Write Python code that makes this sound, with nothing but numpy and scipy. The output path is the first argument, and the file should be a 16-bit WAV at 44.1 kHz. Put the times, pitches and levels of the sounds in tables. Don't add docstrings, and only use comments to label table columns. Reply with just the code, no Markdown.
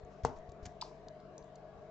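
import sys
import numpy as np
from scipy import signal
from scipy.fft import rfft, irfft
from scipy.io import wavfile
from scipy.ndimage import uniform_filter1d

SR = 44100
rng = np.random.default_rng(int(sys.argv[2]) if len(sys.argv) > 2 else 0)


def boost(x):
    u = np.asarray(x, float) / 20
    return 10 ** u


def to_wav(sig):
    pcm = np.clip(np.atleast_2d(sig), -1, 1) * 32767
    pcm = np.round(pcm).astype(np.int16)
    wavfile.write(sys.argv[1], SR, pcm.T)


N = 83790


def evened(x):
    return x / np.sqrt(np.mean(x ** 2) + 1e-20)


def read(points, hz):
    f, value = np.transpose(points)
    return np.interp(np.log(hz + 1), np.log(f + 1), value)


def add(mix, s, sound):
    part = mix[..., round(s * SR):][..., :sound.shape[-1]]
    part += sound[..., :part.shape[-1]]


def sides(db):
    return boost(np.array([[db / 2], [-db / 2]]))


def early(x, lead_s):
    hz = np.fft.rfftfreq(len(x), 1 / SR)
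    advance = np.exp(2j * np.pi * hz * np.array([[lead_s], [0]]))
    return irfft(rfft(x) * advance, len(x))


def hum():
    # multiple, rms level/dB midway between the ports
    harmonics = [(2, -75), (3, -65), (4, -68.5), (5, -88.5)]
    mains_hz = 49.07
    t = np.arange(N) / SR
    out = np.zeros(N)
    for k, db in harmonics:
        out += np.sqrt(2) * boost(db) * np.sin(2 * np.pi * (k * mains_hz * t + rng.random()))
    return out


def drone():
    # centre f/Hz, width of one filter stage/Hz, rms level/dB midway between the ports
    bands = [(44.5, 3.7, -70), (382, 14, -83), (420.4, 21, -66), (460, 19, -68), (538.3, 10, -73.5),
             (619.3, 19.6, -61), (654, 10.6, -63), (673, 3.5, -70), (713.5, 17, -64), (1121, 90, -75),
             (1534, 76, -85), (1665, 14, -84.5)]
    t = np.arange(N) / SR
    out = np.zeros(N)
    for hz, width, db in bands:
        pole = np.exp(-np.pi * width / SR)
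        envelope = rng.standard_normal((N, 2)) @ [1, 1j]
        for _ in range(2):
            envelope = signal.lfilter([1 - pole], [1, -pole], envelope)
        out += boost(db) * evened((envelope * np.exp(2j * np.pi * hz * t)).real)
    return out


def whine():
    mean_hz, wander_rms_hz, rms_db = 3900, 22.5, -92.5
    hz = mean_hz + wander_rms_hz * evened(uniform_filter1d(rng.standard_normal(N), size=800))
    return np.sqrt(2) * boost(rms_db) * np.sin(2 * np.pi * np.cumsum(hz) / SR)


def hiss():
    # f/Hz, relative density level/dB
    shape = [(15, -26), (25, -6), (157, -9.5), (324, -8.5), (422, -4), (537, -12), (621, -3), (810, -11),
             (1110, -16), (3540, -33), (3990, -33.5), (8040, -43.5), (10500, -78.5), (17700, -120)]
    # f/Hz, left-right likeness (0 to 1)
    likeness = [(60, 0.37), (200, 1), (670, 0.65), (2260, 0.13), (7590, 0.02)]
    rms_db, patch_rms_db, size = -58, 2.5, 2048
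    frames, hz = N * 4 // size + 5, np.fft.rfftfreq(size, 1 / SR)
    a, b, c, d, patch = rng.standard_normal((frames, len(hz), 5)).T
    patch = uniform_filter1d(uniform_filter1d(patch, size=14, axis=0), size=8, axis=1)
    level_db = read(shape, hz)[:, None] + patch_rms_db * evened(patch)
    same = np.clip(read(likeness, hz), -1, 1)[:, None]
    left = a + 1j * b
    right = same * left + np.sqrt(1 - same ** 2) * (c + 1j * d)
    spectra = np.array([left, right]) * boost(level_db)
    sound = signal.istft(spectra, nperseg=size, noverlap=size * 3 // 4)[1][:, :N]
    return boost(rms_db) * evened(sound)


def background():
    return (hum() + drone() + whine() + hiss()) * sides(4.5)


def body_ports(x):
    return early(x, -0.000086) * sides(4)


def pushes():
    # start t/s, approximate peak level/dB midway between the ports, swing period/s
    swings = [(.034, -44.5, 0.015), (.236, -31.5, 0.014), (.355, -54, 0.063), (.487, -41.5, 0.013),
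              (0.627, -41, .016), (0.658, -42.5, 0.0089), (0.67, -41, 0.0062), (1.301, -56, 0.016),
              (1.415, -57, 0.022)]
    out = np.zeros(N)
    for s, db, period in swings:
        u = np.arange(0, 3 * period, 1 / SR) / period
        envelope = np.minimum(u / .2, 1) * np.exp(-(u / .9) ** 4)
        add(out, s, boost(db) * np.sin(2 * np.pi * u) * envelope)
    return body_ports(out)


def ring(modes, mid_hz, spread, chance, rise_s, spread_db=1.5, detune=.012):
    t = np.arange(round(.2 * SR)) / SR
    out = np.zeros(len(t))
    for (hz, db, t60), (a, b) in zip(modes, chance):
        favour_db = -4.34 * (np.log2(hz / mid_hz) / spread) ** 2
        decay = boost(db + favour_db + spread_db * a - 60 * t / t60)
        out += decay * np.sin(2 * np.pi * hz * (1 + detune * b) * (t - 2 * rise_s))
    out *= (1 - np.exp(-t / rise_s)) ** 2
    return out / abs(out).max()


def ticks():
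    # t/s, peak level/dB midway between the ports, favoured f/Hz,
    # spread/octaves, room share/dB relative to the tick, lead of the left port/microseconds
    strikes = [(.0490, -61, 6560, 0.13, -8.5, 26), (0.2495, -29, 5880, 0.52, -36, 31),
               (.3867, -57.5, 6600, 0.38, -34.5, 20), (0.4918, -55.5, 4130, 0.43, -29, 23),
               (0.4965, -54.5, 4500, 1.3, -31, 27), (0.5191, -50.5, 6050, 0.8, -16.5, 3),
               (.6543, -44, 3000, 1.3, -18, 20), (.6578, -49, 2600, 1.1, -22, 20),
               (.6626, -48, 2400, .8, -22, 20), (.6571, -38, 7300, .4, -24, 20),
               (.6633, -39, 6900, .5, -24, 20), (0.6656, -46, 2320, 0.48, -28, 39),
               (.8122, -35, 3950, .12, -10, 70), (.8130, -36, 4300, .12, -10, 70),
               (.8160, -30, 4850, .13, -9, 50), (.8226, -36, 4500, .12, -9, 70),
               (0.814, -37, 7080, 0.11, -14, 54.5), (0.8179, -38.5, 2990, 0.16, -2, 49.5),
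               (.8251, -40, 4500, .12, -13, 70), (1.0844, -42, 4700, .35, -19, -20),
               (1.2015, -57, 4130, 0.46, -12, -46), (1.3797, -45, 5600, .6, -18, -50),
               (1.3803, -49, 7350, .08, -18, -50), (1.3806, -46, 6100, .1, -10, -50),
               (1.4262, -57, 4600, .2, -7, -18), (1.443, -60, 6460, .7, -14, 12),
               (1.5555, -53.5, 6600, 0.18, -38, -25), (1.5570, -59, 4500, .12, -6, -22),
               (1.5587, -57, 4170, 0.068, -18, -29), (1.559, -55.5, 6500, .3, -25, -25)]
    # f/Hz, relative level/dB, t60/s
    steel_modes = [(1200, -1.5, .005), (1700, -1, 0.0045), (2460, -3.5, .004), (3000, -6.5, 0.0024),
                   (3770, 6, 0.0051), (4306, -4.5, 0.011), (4760, -2, 0.0093), (5020, -4.5, 0.0091),
                   (5700, -5, 0.012), (6250, 0.5, 0.011), (7060, -2.5, 0.015), (7520, 4.5, 0.0074)]
    out, feed = np.zeros((2, N)), np.zeros((2, N))
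    chance = rng.standard_normal((len(strikes), len(steel_modes), 2))
    for (s, db, hz, spread, room_db, lead_us), c in zip(strikes, chance):
        padded = np.roll(ring(steel_modes, hz, spread, c, rise_s=2.2e-4), SR // 1000)
        tick = boost(db) * early(padded, lead_us * 1e-6)[:, :SR // 20]
        add(out, s - .001, tick)
        add(feed, s - .001, boost(room_db) * tick)
    return out * sides(3), feed * sides(3)


def room(x):
    # f/Hz, t60/s
    decay_times = [(100, 0.59), (500, 0.42), (1500, 0.37), (4500, 0.19), (8000, 0.49)]
    same = 0.68
    taps = np.zeros((2, SR // 2))
    at = np.arange(100, SR // 2 - 20, 20) + rng.integers(0, 20, (2, (SR // 2 - 101) // 20))
    np.put_along_axis(taps, at, rng.choice([-1., 1.], at.shape), 1)
    taps[1] = same * taps[0] + np.sqrt(1 - same ** 2) * taps[1]
    hz, t, z = signal.stft(taps, SR, nperseg=256)
    decay = boost(-60 * t / read(decay_times, hz)[:, None])
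    tail = signal.istft(z * decay, SR, nperseg=256)[1]
    return signal.fftconvolve(x, tail / np.linalg.norm(tail[0]), axes=1)[:, :N]


def scrapes():
    # start t/s, rise/s, t60 of the fall/s, top rms level/dB midway between the ports,
    # favoured f/Hz, spread/octaves
    strokes = [(.081, 0.044, 0.77, -78, 5900, 1.1), (.234, 0.0018, 0.36, -60.5, 4000, 2.3),
               (0.2495, .006, 0.072, -51, 5000, 3), (.354, 0.014, 0.1, -72.5, 5000, 1.8),
               (0.625, 0.0056, 0.48, -69, 5580, 1.7), (.653, .002, 0.059, -52, 2490, 1.3),
               (.8105, .0015, 0.41, -60.5, 4600, 0.42), (1.38, 0.0018, 0.22, -75.5, 6250, .035)]
    # f/Hz, relative level/dB
    shape = [(880, -49), (1500, -11.5), (3600, -19.5), (4030, -18), (5880, -14.5), (8000, -24),
             (10400, -66), (17600, -120)]
    grains_per_s, grain_spread_db = 4900, 4.5
    skirt_db = -10
    present = rng.random((N, 2)) < grains_per_s / SR
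    size = boost(grain_spread_db * np.minimum(rng.exponential(1, (N, 2)), 3))
    grains = (present * size * rng.choice([-1, 1], (N, 2))).T
    hz, t = np.fft.rfftfreq(N, 1 / SR), np.arange(SR // 2) / SR
    grit = rfft(grains + 0.33 * grains[::-1]) * boost(read(shape, hz))
    out = np.zeros((2, N))
    for s, rise, t60, db, mid_hz, spread in strokes:
        envelope = np.zeros(N)
        add(envelope, s, np.minimum(t / rise, 1) * boost(db - 60 * np.maximum(t - rise, 0) / t60))
        peak = np.exp(-.5 * (np.log2((hz + 1) / mid_hz) / spread) ** 2)
        out += envelope * evened(irfft(grit * (peak + boost(skirt_db)), N))
    return out * sides(3.5)


def knocks():
    # t/s, peak level/dB midway between the ports, favoured f/Hz, spread/octaves
    blows = [(0.2489, -15, 798, 1.8), (0.2535, -35, 290, 1.5), (0.262, -33.5, 620, 0.31),
             (.2990, -42, 890, 0.26), (.2890, -50, 250, .15), (.3040, -48, 250, .15), (.6555, -48, 450, 1),
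             (.8217, -37, 1000, .13), (.8248, -31.5, 1000, .13), (.9128, -47, 790, 0.51)]
    # f/Hz, relative level/dB, t60/s
    frame_modes = [(50, -11, 0.23), (135.6, -1, 0.085), (250, -14, .07), (455, 0, .026), (715, 1, .016),
                   (866, 4, .012), (985, -1, .014), (1146, -20.5, 0.0069), (1510, 4, 0.0064),
                   (2020, -9.5, 0.0096), (2650, -20, 0.011)]
    out, no_chance = np.zeros(N), np.zeros((len(frame_modes), 2))
    for s, db, hz, spread in blows:
        add(out, s, boost(db) * ring(frame_modes, hz, spread, no_chance, rise_s=0.0006))
    return body_ports(out)


def scene():
    steel, feed = ticks()
    body = knocks() + pushes()
    body_room_db = -9.5
    return steel + scrapes() + body + room(feed + boost(body_room_db) * body) + background()


def roll_off(x):
    return signal.sosfilt(signal.butter(12, 8190, fs=SR, output="sos"), x)


def record(dry):
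    edge_hz, edge_width_hz = 7650, 900
    hz = np.fft.rfftfreq(N, 1 / SR)
    fall_db = -50 * np.clip((hz - edge_hz) / edge_width_hz, 0, 1)
    mix = irfft(rfft(dry) * boost(fall_db), N)
    return roll_off(mix)


dry = scene()
out = record(dry)
to_wav(out)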